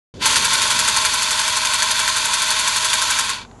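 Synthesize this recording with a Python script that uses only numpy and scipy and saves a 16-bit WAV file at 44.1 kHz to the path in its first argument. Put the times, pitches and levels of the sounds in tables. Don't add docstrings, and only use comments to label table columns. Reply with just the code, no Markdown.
import sys
import numpy as np
from scipy import signal
from scipy.fft import rfft, irfft, next_fast_len
from scipy.io import wavfile
from scipy.ndimage import map_coordinates

SR = 44100
rng = np.random.default_rng(int(sys.argv[2]) if len(sys.argv) > 2 else 0)


def log_audio(samples):
    frames = np.atleast_2d(samples).T
    limited = np.clip(frames, -1, 1)
    pcm = np.round(limited * 32767).astype(np.int16)
    wavfile.write(sys.argv[1], SR, pcm)


N = 158760


# time in seconds, gain in dB.
EFFORT = [(.19, -25.5), (.225, 4), (.26, 3.5), (.35, 3.5), (.42, 2), (.75, 2), (1.3, 0), (2.3, 0),
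          (3.2, 0.5), (3.26, -1.5), (3.31, -2.5), (3.35, -5.5), (3.42, -12), (3.47, -36), (3.6, -72)]
# time in seconds, treble gain in dB.
TREBLE = [(.2, -10), (.24, -4), (.256, 1.5), (.4, 0), (3.2, 0), (3.3, -2), (3.36, -7), (3.44, -15)]

def motor(crossover_hz=5470):
    turn_times = passing(np.arange(int(TURNS[-1][1]) + 1))
    gears = (grind(turn_times) + contacts(turn_times) + whine()) * amp(curve(EFFORT))
    body = signal.sosfiltfilt(signal.butter(2, crossover_hz, fs=SR, output="sos"), gears)
    return body + (gears - body) * amp(curve(TREBLE))


# time in seconds, position in turns.
TURNS = [(.139, -.6), (.2569, 0), (.3581, 1), (.6187, 4), (.8776, 7), (1.3072, 12), (1.8215, 18),
         (2.4193, 25), (3.1879, 34), (3.2937, 35), (3.46, 35.7)]

def passing(turns):
    seconds, position = np.transpose(TURNS)
    return np.interp(turns, position, seconds)


def tooth_impacts(teeth=54, jitter_teeth=.55, wear_db=3, scatter_db=4):
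    tooth = np.arange(int(TURNS[0][1] * teeth), int(TURNS[-1][1] * teeth))
    wear = wear_db * rng.uniform(-1, 1, teeth)
    late, size = rng.uniform(-1, 1, (len(tooth), 2)).T
    onsets = np.round(passing((tooth + jitter_teeth * late) / teeth) * SR).astype(int)
    return unit(np.bincount(onsets, amp(wear[tooth % teeth] + scatter_db * size), N))


# frequency in Hz, level in dB.
GRIND_TONE = [(200, -11), (600, -0.5), (1000, -0.5), (1600, -1.5), (3500, 0.5), (5000, -1.5), (6500, -1),
              (8000, -1.5), (11000, -2.5)]

def grind(turn_times):
    slack = stroke((.022, .0093, .0018, .0017), turn_times, scatter_db=1.5)
    load = 1 - .22 * slack
    rattle = disperse(tooth_impacts(), ring_s=.0012)
    mesh = amp(-22.5) * grit(spread_db=2.5) + amp(-27.5) * rattle
    return housing(mesh * load * amp(.49 * wobble(60)), GRIND_TONE)


# frequency in Hz, level in dB.
CLACK_TONE = [(300, -3), (900, -7.5), (1600, 3), (4000, 2), (7000, 4), (11000, 4)]
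SCRAPE_TONE = [(300, -12.5), (1000, -1.5), (1800, -3), (3000, -9), (4800, -8), (6200, -0.5), (8000, 2),
               (11000, 1.5)]
RUB_TONE = [(300, 12), (1000, -6.5), (1600, -2.5), (3800, -0.5), (6000, -2.5), (11000, -1)]
CLACK = (0, .0003, .0012, .0008)
SCRAPE = (0.0022, 0.0025, .0058, .0012)
RUB = (0.0082, 0.0036, 0.014, 0.0033)

def contacts(turn_times):
    clack = housing(stroke(CLACK, turn_times, scatter_db=1) * grit(spread_db=3), CLACK_TONE)
    scrape = housing(stroke(SCRAPE, turn_times, scatter_db=1) * grit(spread_db=2.5), SCRAPE_TONE)
    rub = housing(stroke(RUB, turn_times, scatter_db=0) * grit(spread_db=2.5), RUB_TONE)
    return amp(-14.5) * clack + amp(-18.5) * scrape + amp(-24) * rub


# cycles per turn, level in dB, phase wander in radians.
WHINE_ORDERS = [54, 83, 131.3]
WHINE_DB = [-49, -38.5, -39]
WHINE_DRIFT = [.35, .7, .55]

def whine(flutter_db=0):
    angle = 2 * np.pi * curve(TURNS)
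    at_speed = curve([(.35, 0), (.65, 1), (3.15, 1), (3.24, 0)])
    tones = np.zeros(N)
    for order, db, drift in zip(WHINE_ORDERS, WHINE_DB, WHINE_DRIFT):
        level = amp(flutter_db * wobble(25.07))
        tones += amp(db) * unit(level * np.sin(order * angle + drift * wobble(22)))
    return at_speed * tones


# start in seconds, level in dB.
TICKS = [(3.449, -32), (3.513, -39.5)]
# frequency in Hz, level in dB.
TICK_TONE = [(300, 3), (1200, 5), (3000, -2), (6000, -10), (10000, -20)]

def settling(decay_s=.0028):
    t = np.arange(N) / SR
    envelope = sum(amp(db) * (t > start) * np.exp(-np.abs(t - start) / decay_s) for start, db in TICKS)
    return housing(envelope * grit(spread_db=5), TICK_TONE)


# frequency in Hz, relative gain in dB.
HOUSING = [(260, -52), (450, -16.5), (538, -25), (626, -15), (680, -27.5), (758, -24), (882, -2.5),
           (985, 0), (1070, -0.5), (1190, -15.5), (1330, -7), (1530, -2), (1750, -8.5), (1980, -8),
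           (2150, -10.5), (2580, -5.5), (2800, -9.5), (3530, -3.5), (3940, -7.5), (4400, -3.5), (5190, -10),
           (6380, -8), (8630, -12.5), (10900, -12.5), (12000, -23.5), (15600, -42), (22000, -120)]

def housing(force, tone):
    return colour(force, HOUSING, tone)


def disperse(impacts, ring_s):
    t = np.arange(SR // 50) / SR
    paths = rng.standard_normal(len(t)) * np.exp(-t / ring_s)
    all_pass = irfft(np.exp(1j * np.angle(rfft(paths))))
    return signal.fftconvolve(impacts, all_pass)[:N]


# frequency in Hz, bandwidth in Hz, gain in dB relative to the direct sound.
PANEL_MODES = [(1064, 36, -13), (1330, 82, -7.5), (1545, 70, -8), (1900, 73, -9), (2058, 30, -6),
               (2294, 37, 1), (2540, 110, -13), (3440, 46, -21), (3686, 71, -10), (4400, 200, -14),
               (4800, 75, -13.5), (6320, 120, -3), (7170, 200, -9), (9500, 370, -10)]

def panels(x):
    return x + sum(amp(db) * signal.lfilter(*signal.iirpeak(hz, hz / width, fs=SR), x)
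                   for hz, width, db in PANEL_MODES)


def reflections(x, t60_s=.049):
    t = np.arange(SR // 4) / SR
    tail = rng.standard_normal(len(t)) * amp(-60 * t / t60_s) * (t > .001)
    return signal.fftconvolve(x, tail / np.linalg.norm(tail))[:N]


# time in seconds, level in dB.
RUMBLE_LEVEL = [(.14, -36), (.26, -35.5), (.5, -40.5), (.9, -40.5), (1.4, -46), (3.6, -46)]
# frequency in Hz, level in dB.
RUMBLE_TONE = [(20, -12), (45, -8.5), (65, 2.5), (90, 2), (130, -1), (190, 1), (270, -1), (330, -5),
               (420, -3), (600, -12), (1000, -30), (3000, -66)]
HUM_PARTIALS = [(48.4, -51), (96.8, -55), (118, -54.5), (242, -55.5)]

def cabinet():
    t = np.arange(N) / SR
    rumble = amp(curve(RUMBLE_LEVEL)) * colour(rng.standard_normal(N), RUMBLE_TONE)
    hum = sum(amp(db) * unit(np.sin(2 * np.pi * hz * t + .48 * wobble(4.33))) for hz, db in HUM_PARTIALS)
    return rumble + hum


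# frequency in Hz, level in dB.
IDLE_TONE = [(290, -28.5), (500, -1.5), (594, -2), (697, -26), (998, -19), (1360, -28), (2050, -34),
             (3770, -41), (4250, -23), (6960, -24), (8160, -41), (10900, -46), (12000, -68), (15600, -98),
             (22000, -120)]
AIR_TONE = [(290, -18.5), (500, -12), (735, -5), (1050, -6.5), (1470, -15), (2050, -20), (5260, -28.5),
            (7140, -17.5), (8380, -34), (11100, -32), (12000, -53), (15600, -77), (22000, -120)]

def hiss():
    early = curve([(.5, .8), (1, .05)])
    idle = amp(-46) * early * colour(rng.standard_normal(N), IDLE_TONE)
    air = amp(-49.5) * (1 - early) * colour(rng.standard_normal(N), AIR_TONE)
    return idle + air


def stroke(shape, times, scatter_db):
    delay, attack, hold, release = shape
    t = np.arange(SR // 10) / SR - delay
    envelope = np.clip(t / attack, 0, 1) * np.exp(-np.maximum(t - attack - hold, 0) / release)
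    strengths = amp(scatter_db * rng.standard_normal(len(times)))
    hits = np.bincount(np.round(times * SR).astype(int), strengths, N)
    return signal.fftconvolve(hits, envelope)[:N]


def grit(spread_db):
    return unit(np.tanh(rng.standard_normal(N)) * amp(spread_db * np.tanh(wobble(1200))))


def colour(x, *spectra):
    size = 2 * next_fast_len(N)
    log_hz = np.log(np.fft.rfftfreq(size, 1 / SR) + 1)
    gain = amp(sum(np.interp(log_hz, np.log(hz + 1), db) for hz, db in map(np.transpose, spectra)))
    cepstrum = irfft(np.log(np.maximum(unit(gain), 1e-6)))
    cepstrum[1:size // 2] *= 2
    cepstrum[size // 2 + 1:] = 0
    return irfft(rfft(x, size) * np.exp(rfft(cepstrum)))[:N]


def wobble(rate):
    return map_coordinates(rng.standard_normal(int(N * rate / SR) + 4), [np.arange(N) * rate / SR])


def curve(rows):
    return np.interp(np.arange(N) / SR, *np.transpose(rows))


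def amp(db):
    return 10 ** (np.asarray(db) / 20)


def unit(x):
    return x / np.sqrt(np.mean(x ** 2) + 1e-20)


def scene():
    mechanism = panels(motor() + settling())
    return (mechanism + amp(-11.5) * reflections(mechanism) + cabinet() + hiss())[None]


def record(dry):
    start_s, ceiling, top_hz = .139, .8, 11900
    opened = dry * curve([(start_s, 0), (start_s + .002, 1)])
    rounded = opened / (1 + np.abs(opened / ceiling) ** 6) ** (1 / 6)
    size = next_fast_len(N + SR // 2)
    passband = np.clip((top_hz - np.fft.rfftfreq(size, 1 / SR)) / 400 + .5, 0, 1)
    return irfft(rfft(rounded, size) * passband, size)[:, :N]


dry = scene()
out = record(dry)
log_audio(out)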